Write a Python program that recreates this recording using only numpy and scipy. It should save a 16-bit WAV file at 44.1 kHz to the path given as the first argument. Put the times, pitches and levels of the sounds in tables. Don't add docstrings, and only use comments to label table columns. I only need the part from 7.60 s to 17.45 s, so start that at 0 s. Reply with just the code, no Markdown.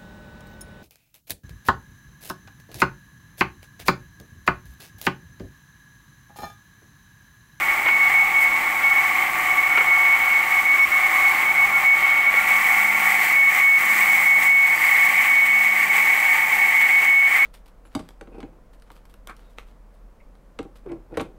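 import sys
import numpy as np
from scipy import signal
from scipy.fft import rfft, irfft
from scipy.io import wavfile
from scipy.ndimage import uniform_filter1d, map_coordinates

SR = 44100
rng = np.random.default_rng(int(sys.argv[2]) if len(sys.argv) > 2 else 0)


def put_to_file(sound):
    columns = np.atleast_2d(sound).T
    safe = np.clip(columns, -1, 1)
    whole_steps = np.round(safe * 32767)
    wavfile.write(sys.argv[1], SR, whole_steps.astype(np.int16))


N = 434385
TIME = np.arange(N) / SR
FREQ = np.maximum(np.arange(N // 2 + 1) * SR / N, 1)
MOVE_S = (4.5, 5.7)

# time_s, level_db
SING_LEVEL = [(0, -27), (.3, -21), (.7, -24.5), (1.1, -23.5), (1.4, -17), (1.8, -32), (2.0, -20.5),
              (2.7, -17), (2.9, -29), (3.3, -29), (3.5, -21), (4.37, -24), (4.6, -21), (5.2, -20),
              (5.7, -25), (6.4, -20.5), (8.0, -18.5), (8.8, -20.5), (9.4, -15.5), (9.7, -24)]
# time_s, pitch_hz
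SING_PITCH = [(0, 2217), (1.0, 2215), (1.3, 2210), (3.15, 2215), (3.6, 2205), (4.1, 2215), (5.4, 2218),
              (6.3, 2213), (7.45, 2212), (7.75, 2224), (8.05, 2215), (8.55, 2223), (9.0, 2214),
              (9.85, 2213)]
# start_s, length_s, level_db
SQUEALS = [(0.249, 0.13, -15.5), (0.389, 0.098, -13.5), (0.514, 0.15, -15), (0.733, .17, -15.5),
           (1.231, 0.14, -15.5), (1.88, 0.073, -21), (1.973, 0.025, -13), (2.076, 0.066, -17),
           (2.266, 0.17, -14.5), (2.5, .06, -13), (2.705, 0.13, -17.5), (2.916, 0.12, -17.5),
           (3.057, .11, -14), (3.179, 0.075, -12), (3.325, 0.067, -16.5), (3.432, 0.041, -14.5),
           (3.549, 0.18, -15), (3.88, 0.048, -16), (3.97, 0.094, -14.5), (4.123, 0.066, -16),
           (4.254, 0.098, -9), (4.415, 0.25, -17), (4.565, 0.045, -18), (4.625, .03, -15.5),
           (4.658, 0.044, -12.5), (4.762, 0.031, -12), (4.88, 0.12, -14.5), (5.23, 0.037, -16),
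           (5.376, 0.026, -18), (5.745, 0.16, -12.5), (6.018, 0.17, -9.5), (6.485, 0.1, -15.5),
           (6.646, 0.14, -12), (6.845, 0.22, -11), (7.086, 0.087, -16.5), (7.31, .06, -13.5),
           (7.665, 0.22, -14.5), (7.885, 0.26, -16.5), (8.392, 0.051, -17), (8.49, .11, -16.5),
           (9.03, .045, -23), (9.15, 0.12, -16.5), (9.47, .22, -10.5), (9.71, 0.033, -14.5),
           (9.778, 0.13, -13)]
# start_s, length_s, level_db, pitch_hz
SQUEAKS = [(3.185, 0.085, -44, 5510), (3.302, 0.04, -46, 5600), (3.53, 0.29, -53, 4447),
           (4.35, .36, -42, 3140), (5.419, .4, -56, 4712), (7.101, 0.2, -52, 4690)]
# time_s, grinding_db, motor_bearing_db, spindle_bearing_db, spray_db
CUT_LEVELS = [(0, -24.5, -34, -31, -34.5), (.35, -26.5, -35, -33.5, -37.5), (.5, -25.5, -33.5, -31, -35.5),
              (1.8, -25.5, -33.5, -31.5, -35), (2.8, -24.5, -33, -31, -35), (3.27, -27, -40.5, -32, -36),
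              (3.43, -24, -33, -29.5, -34), (4.15, -26, -33, -31, -35), (4.68, -24.5, -35.5, -33, -37),
              (4.9, -22, -33.5, -30.5, -31.5), (5.55, -21.5, -31.5, -33, -31.5),
              (5.85, -21.5, -36.5, -32.5, -32.5), (6.4, -21, -34, -29.5, -30),
              (7.0, -23.5, -36, -33.5, -33), (7.45, -18.5, -32.5, -30.5, -29.5),
              (7.85, -22.5, -37.5, -34.5, -34.5), (8.4, -20.5, -33, -32, -31.5),
              (9.1, -21, -33.5, -35.5, -33.5), (9.85, -20, -37, -31, -33)]
# start_s, length_s, boost_db
BITES = [(4.13, 0.27, 2), (4.406, 0.13, 2.5), (4.86, 0.072, 1), (5.417, 0.14, 2), (5.59, 0.09, 3.5),
         (5.935, 0.095, 2.5), (6.304, 0.2, 2.5), (6.782, 0.13, 2), (7.22, 0.067, 1.5), (7.39, .09, 0.5),
         (7.58, 0.11, 2.5), (7.85, 0.032, 4), (8.018, 0.072, 2), (8.318, .09, 3), (8.453, 0.063, 2),
         (8.718, .08, 1.5), (9.202, 0.035, 3), (9.41, .07, 2), (9.71, 0.084, 2)]
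# pitch_hz, width_hz, gain_db
BLADE_MODES = [(1777, 53, -9.5), (1843, 32, -6), (1939, 26, -3.5), (2060, 52, 1), (2132, 104, -3),
               (2234, 126, -3), (2365, 52, -18)]
# frequency_hz, gain_db
RASP_SPECTRUM = [(1250, -36), (1500, -8.5), (1660, -8.5), (1850, -9), (2150, 3.5), (2400, -0.5), (2530, -8),
                 (2700, -8.5), (2850, -13), (3130, -18), (3450, -19.5), (4100, -25.5), (5200, -34.5),
                 (7000, -35)]
# pitch_hz, gain_db
BLADE_OVERTONES = [(2885, -6), (2985, 1.5), (3105, -20), (4226, -8.5), (4447, -3.5), (4673, -10),
                   (4712, -7)]
# pitch_hz, gain_db
MOTOR_TONES = [(718.7, -17), (734.8, -1.5), (757.7, -1), (773.8, -23), (800.8, 0), (816.9, -2),
               (833.1, -14), (876.1, -2.5), (892.3, -5.5), (908.4, 0)]
# pitch_hz, gain_db
SPINDLE_TONES = [(1057.8, -12), (1074, -4), (1090.1, -9), (1104.9, -7.5), (1114.3, -4), (1131.8, -3),
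                 (1152, -0.5), (1174.9, -22), (1219.3, -27), (1228.7, -3), (1246.2, -15.5)]
# frequency_hz, gain_db
MOTOR_HOUSING = [(540, -14), (660, -13.5), (740, -0.5), (900, 0.5), (970, -11), (1050, -34)]
# frequency_hz, gain_db
SPINDLE_HOUSING = [(900, -19.5), (1020, -7.5), (1110, 2.5), (1220, -2), (1300, -6), (1480, -7), (1750, -11)]
# frequency_hz, gain_db
SPRAY_SPECTRUM = [(3500, -18), (4700, -8.5), (5300, -8), (6000, -5), (6700, -4.5), (7500, -2), (8050, 0),
                  (8500, -2.5), (9100, -6.5), (10800, -5.5), (12200, -3), (13500, -.5), (14600, .9),
                  (15900, 1)]
# time_s, level_db
GUARD_LEVEL = [(0, -30), (.7, -41), (1.15, -31), (1.7, -39), (2.4, -28), (3.7, -42), (4.2, -29.5),
               (5.4, -30), (5.9, -44), (6.3, -36), (7, -61), (9.85, -42)]
# pitch_hz, gain_db
FRAME_TONES = [(153.4, 0.5), (253, -3), (272, -29), (309.5, -1.5), (331, -14), (362, 1), (378.2, -14.5),
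               (414.5, -1.5), (545, -21), (600, -1.5), (620.4, 3), (669, 1)]
# frequency_hz, gain_db
RATTLE_SPECTRUM = [(70, -12), (130, -4), (240, -1), (340, 3), (470, -4.5), (600, 4), (800, 3.5),
                   (1200, -26)]
# time_s, level_db
RATTLE_LEVEL = [(0, -44), (4.3, -44.5), (4.8, -45), (6.4, -44), (7.3, -46), (8.0, -47.5), (9.85, -46)]
# time_s, level_db
HUM_LEVEL = [(0, -58), (4.6, -58.5), (4.9, -51), (5.5, -45.5), (5.8, -57), (6.35, -45), (7.3, -53),
             (8.3, -49.5), (9.85, -57)]
# start_s, level_db, brightness_db_per_octave
KNOCKS = [(.262, -16, 0), (.284, -16, 1), (.910, -27, -2), (2.154, -25, -4), (2.174, -12, -1),
          (2.206, -16, -2), (4.738, -22, -6), (4.890, -25, 0), (9.420, -27, -2), (9.762, -24, 0)]
# pitch_hz, width_hz, gain_db
BLOCK_MODES = [(540, 400, -3.5), (1050, 140, 6.5), (1320, 350, 8.5), (2190, 350, 12.5), (2750, 200, 2)]
# frequency_hz, gain_db
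WIND_SPECTRUM = [(15, -4.5), (36, -5), (55, -8.5), (100, -14), (200, -35)]
# centre_hz, width_hz, yard_db, saw_table_db
PLACE_BANDS = [(893, 45, 2, -1.5), (1176, 43, 2, -1.5), (1830, 78, 1.5, 1.5), (2450, 260, -2, -0.5),
               (3120, 150, 0.5, 0), (8040, 480, 0, 1.5)]


def singing_blade(flutter=0.26, flutter_hz=56, firm_db=-13):
    between_squeals = undb(curve(SING_LEVEL) + 1.6 * wander(30))
    level_db = 20 * np.log10(np.maximum(between_squeals, squeals()))
    pitch_hz = curve(SING_PITCH) + 2 * wander(7)
    looseness = np.clip(.45 + .18 * (firm_db - level_db), .3, 2)
    depth = flutter * looseness
    swing = (1 + depth * (wander(flutter_hz) + 1j * wander(flutter_hz))) / np.sqrt(1 + 2 * depth ** 2)
    phase = 2 * np.pi * np.cumsum(pitch_hz) / SR
    return undb(level_db) * np.sqrt(2) * np.real(swing * np.exp(1j * phase))


def squeals(attack_s=0.031, release_s=0.01, arch_db_per_s=15):
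    strength = np.zeros(N)
    for start_s, length_s, level_db in SQUEALS:
        age = TIME - start_s
        gate = np.clip(.5 + np.minimum(age / attack_s, (length_s - age) / release_s), 0, 1)
        arch_db = arch_db_per_s * length_s * (arch(start_s, length_s) - 2 / np.pi)
        strength = np.maximum(strength, gate * undb(level_db + arch_db))
    return strength


def squeaks():
    return sum(swell(start_s, length_s, level_db) * tones([(pitch_hz, 0)], waver=0.6, waver_hz=56.6)
               for start_s, length_s, level_db, pitch_hz in SQUEAKS)


def grinding(level_db, rasp_db, modes_db=-1.5, overtones_db=-27):
    grit = uneven_noise(spread_db=1.1, rate_hz=300)
    modes = sum((-1) ** k * undb(gain_db) * resonate(grit, pitch_hz, width_hz)
                for k, (pitch_hz, width_hz, gain_db) in enumerate(BLADE_MODES))
    modes = signal.sosfilt(signal.butter(2, [1650, 2550], "band", fs=SR, output="sos"), modes)
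    rasp = colour(uneven_noise(spread_db=1.24, rate_hz=120), RASP_SPECTRUM)
    overtones = tones(BLADE_OVERTONES, waver=0.98, waver_hz=12)
    mix = undb(modes_db) * unit(modes) + undb(rasp_db) * rasp + undb(overtones_db) * overtones
    return undb(level_db) * mix


def cutting_load():
    bites_db = sum(boost_db * arch(start_s, length_s) for start_s, length_s, boost_db in BITES)
    return bites_db + 0.69 * wander(13)


def bearing(level_db, tone_table, housing_table, tones_db, housing_db):
    drone = undb(tones_db) * tones(tone_table, waver=0.37, waver_hz=6)
    housing = undb(housing_db) * colour(noise(), housing_table)
    return undb(level_db) * (drone + housing)


def water_spray(level_db):
    hiss = colour(uneven_noise(spread_db=0.9, rate_hz=250), SPRAY_SPECTRUM)
    treble = signal.sosfiltfilt(signal.butter(2, 11500, "high", fs=SR, output="sos"), hiss)
    treble_db = 0.098 * (level_db - np.mean(level_db))
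    return undb(level_db) * (hiss + (undb(treble_db) - 1) * treble)


def ringing_steel(level_db, pitch_hz, width_hz):
    return undb(level_db) * unit(resonate_twice(noise(), pitch_hz, width_hz))


def saw_frame(hum_hz=206.5):
    low_tones = undb(-3) * tones(FRAME_TONES, waver=0.46, waver_hz=5)
    rattle = undb(1.5) * colour(noise(), RATTLE_SPECTRUM)
    hum = tones([(hum_hz, 0)], waver=0.32, waver_hz=4.4)
    return undb(curve(RATTLE_LEVEL)) * (low_tones + rattle) + undb(curve(HUM_LEVEL)) * hum


def block_knocks(fade_s=0.056):
    out, age = np.zeros(N), np.arange(8192) / SR
    for start_s, level_db, brightness in KNOCKS:
        crack = rng.standard_normal(len(age)) * undb(-60 * age / fade_s)
        clack = 0
        for pitch_hz, width_hz, gain_db in BLOCK_MODES:
            tilt_db = brightness * np.log2(pitch_hz / 1500)
            clack += undb(gain_db + tilt_db) * resonate_twice(crack, pitch_hz, width_hz)
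        clack *= undb(level_db) / np.std(clack[:SR // 100])
        start = int(start_s * SR)
        out[start:start + len(age)] += clack[:N - start]
    return out


def sliding_block():
    hiss = colour(noise(), [(5000, -8), (10500, -4), (15000, 0)])
    return swell(start_s=0.8, length_s=0.053, level_db=-33) * hiss


def wind():
    return undb(by_place(yard_db=-53.5, table_db=-58.5)) * colour(noise(), WIND_SPECTRUM)


def by_place(yard_db, table_db):
    return np.interp(TIME, MOVE_S, [yard_db, table_db])


def colour_by_place(saw):
    for centre_hz, width_hz, yard_db, table_db in PLACE_BANDS:
        saw = saw + (undb(by_place(yard_db, table_db)) - 1) * resonate(saw, centre_hz, width_hz)
    return saw


def tones(table, waver, waver_hz, drift_db=2.0):
    out, coarse_time = np.zeros(N), TIME[::64]
    for pitch_hz, gain_db in table:
        chance = rng.standard_normal((3, 1024))
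        size, shift, drift = (np.interp(TIME, coarse_time, glide(points, coarse_time * rate_hz))
                              for points, rate_hz in zip(chance, (waver_hz, waver_hz, 1)))
        phase = 2 * np.pi * (pitch_hz * TIME + rng.random())
        tone = (1 + waver * size) * np.sin(phase) + waver * shift * np.cos(phase)
        out += undb(gain_db + drift_db * drift) * tone
    return unit(out)


def colour(x, spectrum):
    hz, db = np.transpose(sorted(spectrum))
    edges = np.minimum(FREQ / hz[0], 1) ** 2 * np.minimum(hz[-1] / FREQ, 1) ** 2
    gain = undb(np.interp(np.log(FREQ), np.log(hz), db))
    return unit(irfft(rfft(x, N) * edges * gain, N))


def resonate(x, pitch_hz, width_hz):
    return signal.lfilter(*signal.iirpeak(pitch_hz, pitch_hz / width_hz, fs=SR), x)


def resonate_twice(x, pitch_hz, width_hz):
    return resonate(resonate(x, pitch_hz, width_hz), pitch_hz, width_hz)


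def noise():
    return rng.standard_normal(N)


def uneven_noise(spread_db, rate_hz):
    return noise() * undb(spread_db * wander(rate_hz))


def wander(rate_hz):
    return unit(glide(rng.standard_normal(4096), TIME * rate_hz))


def glide(points, positions):
    return map_coordinates(points, [positions], order=2, mode="wrap")


def arch(start_s, length_s):
    return np.sin(np.pi * np.clip((TIME - start_s) / length_s, 0, 1))


def swell(start_s, length_s, level_db):
    return undb(level_db) * np.sqrt(arch(start_s, length_s).clip(0))


def curve(table, column=1):
    columns = np.transpose(table)
    return np.interp(TIME, columns[0], columns[column])


def undb(db):
    return 10 ** (np.asarray(db) / 20)


def unit(x):
    return x / np.sqrt(np.mean(np.abs(x) ** 2))


def limit(x, ceiling_db, window_s):
    power = uniform_filter1d(x ** 2, int(window_s * SR), axis=-1)
    return x * (1 + (power / undb(ceiling_db) ** 2) ** 4) ** (-1 / 8)


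def scene():
    load_db = cutting_load()
    grind_db, motor_db, spindle_db, spray_db = (curve(CUT_LEVELS, k) + load_db for k in (1, 2, 3, 4))
    motor = bearing(motor_db, MOTOR_TONES, MOTOR_HOUSING, by_place(-0.5, -1), housing_db=-5.5)
    spindle = bearing(spindle_db, SPINDLE_TONES, SPINDLE_HOUSING, by_place(-3, -3.5), housing_db=-0.37)
    guard = ringing_steel(curve(GUARD_LEVEL) - 7.5, pitch_hz=1392, width_hz=16)
    high_blade_mode = ringing_steel(grind_db - 24.5, pitch_hz=3124, width_hz=103)
    blade = singing_blade() + squeaks() + grinding(grind_db, rasp_db=by_place(-1, -4)) + high_blade_mode
    saw = blade + motor + spindle + guard + saw_frame() + water_spray(spray_db)
    return (colour_by_place(saw) + sliding_block() + wind() + block_knocks())[None]


def record(dry, top_hz=15700):
    ducked = limit(dry, ceiling_db=-13.5, window_s=0.084)
    rounded = limit(ducked, ceiling_db=-12.0, window_s=0.0033)
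    return signal.sosfilt(signal.ellip(14, .2, 60, top_hz, fs=SR, output="sos"), rounded)


dry = scene()
out = record(dry)
put_to_file(out)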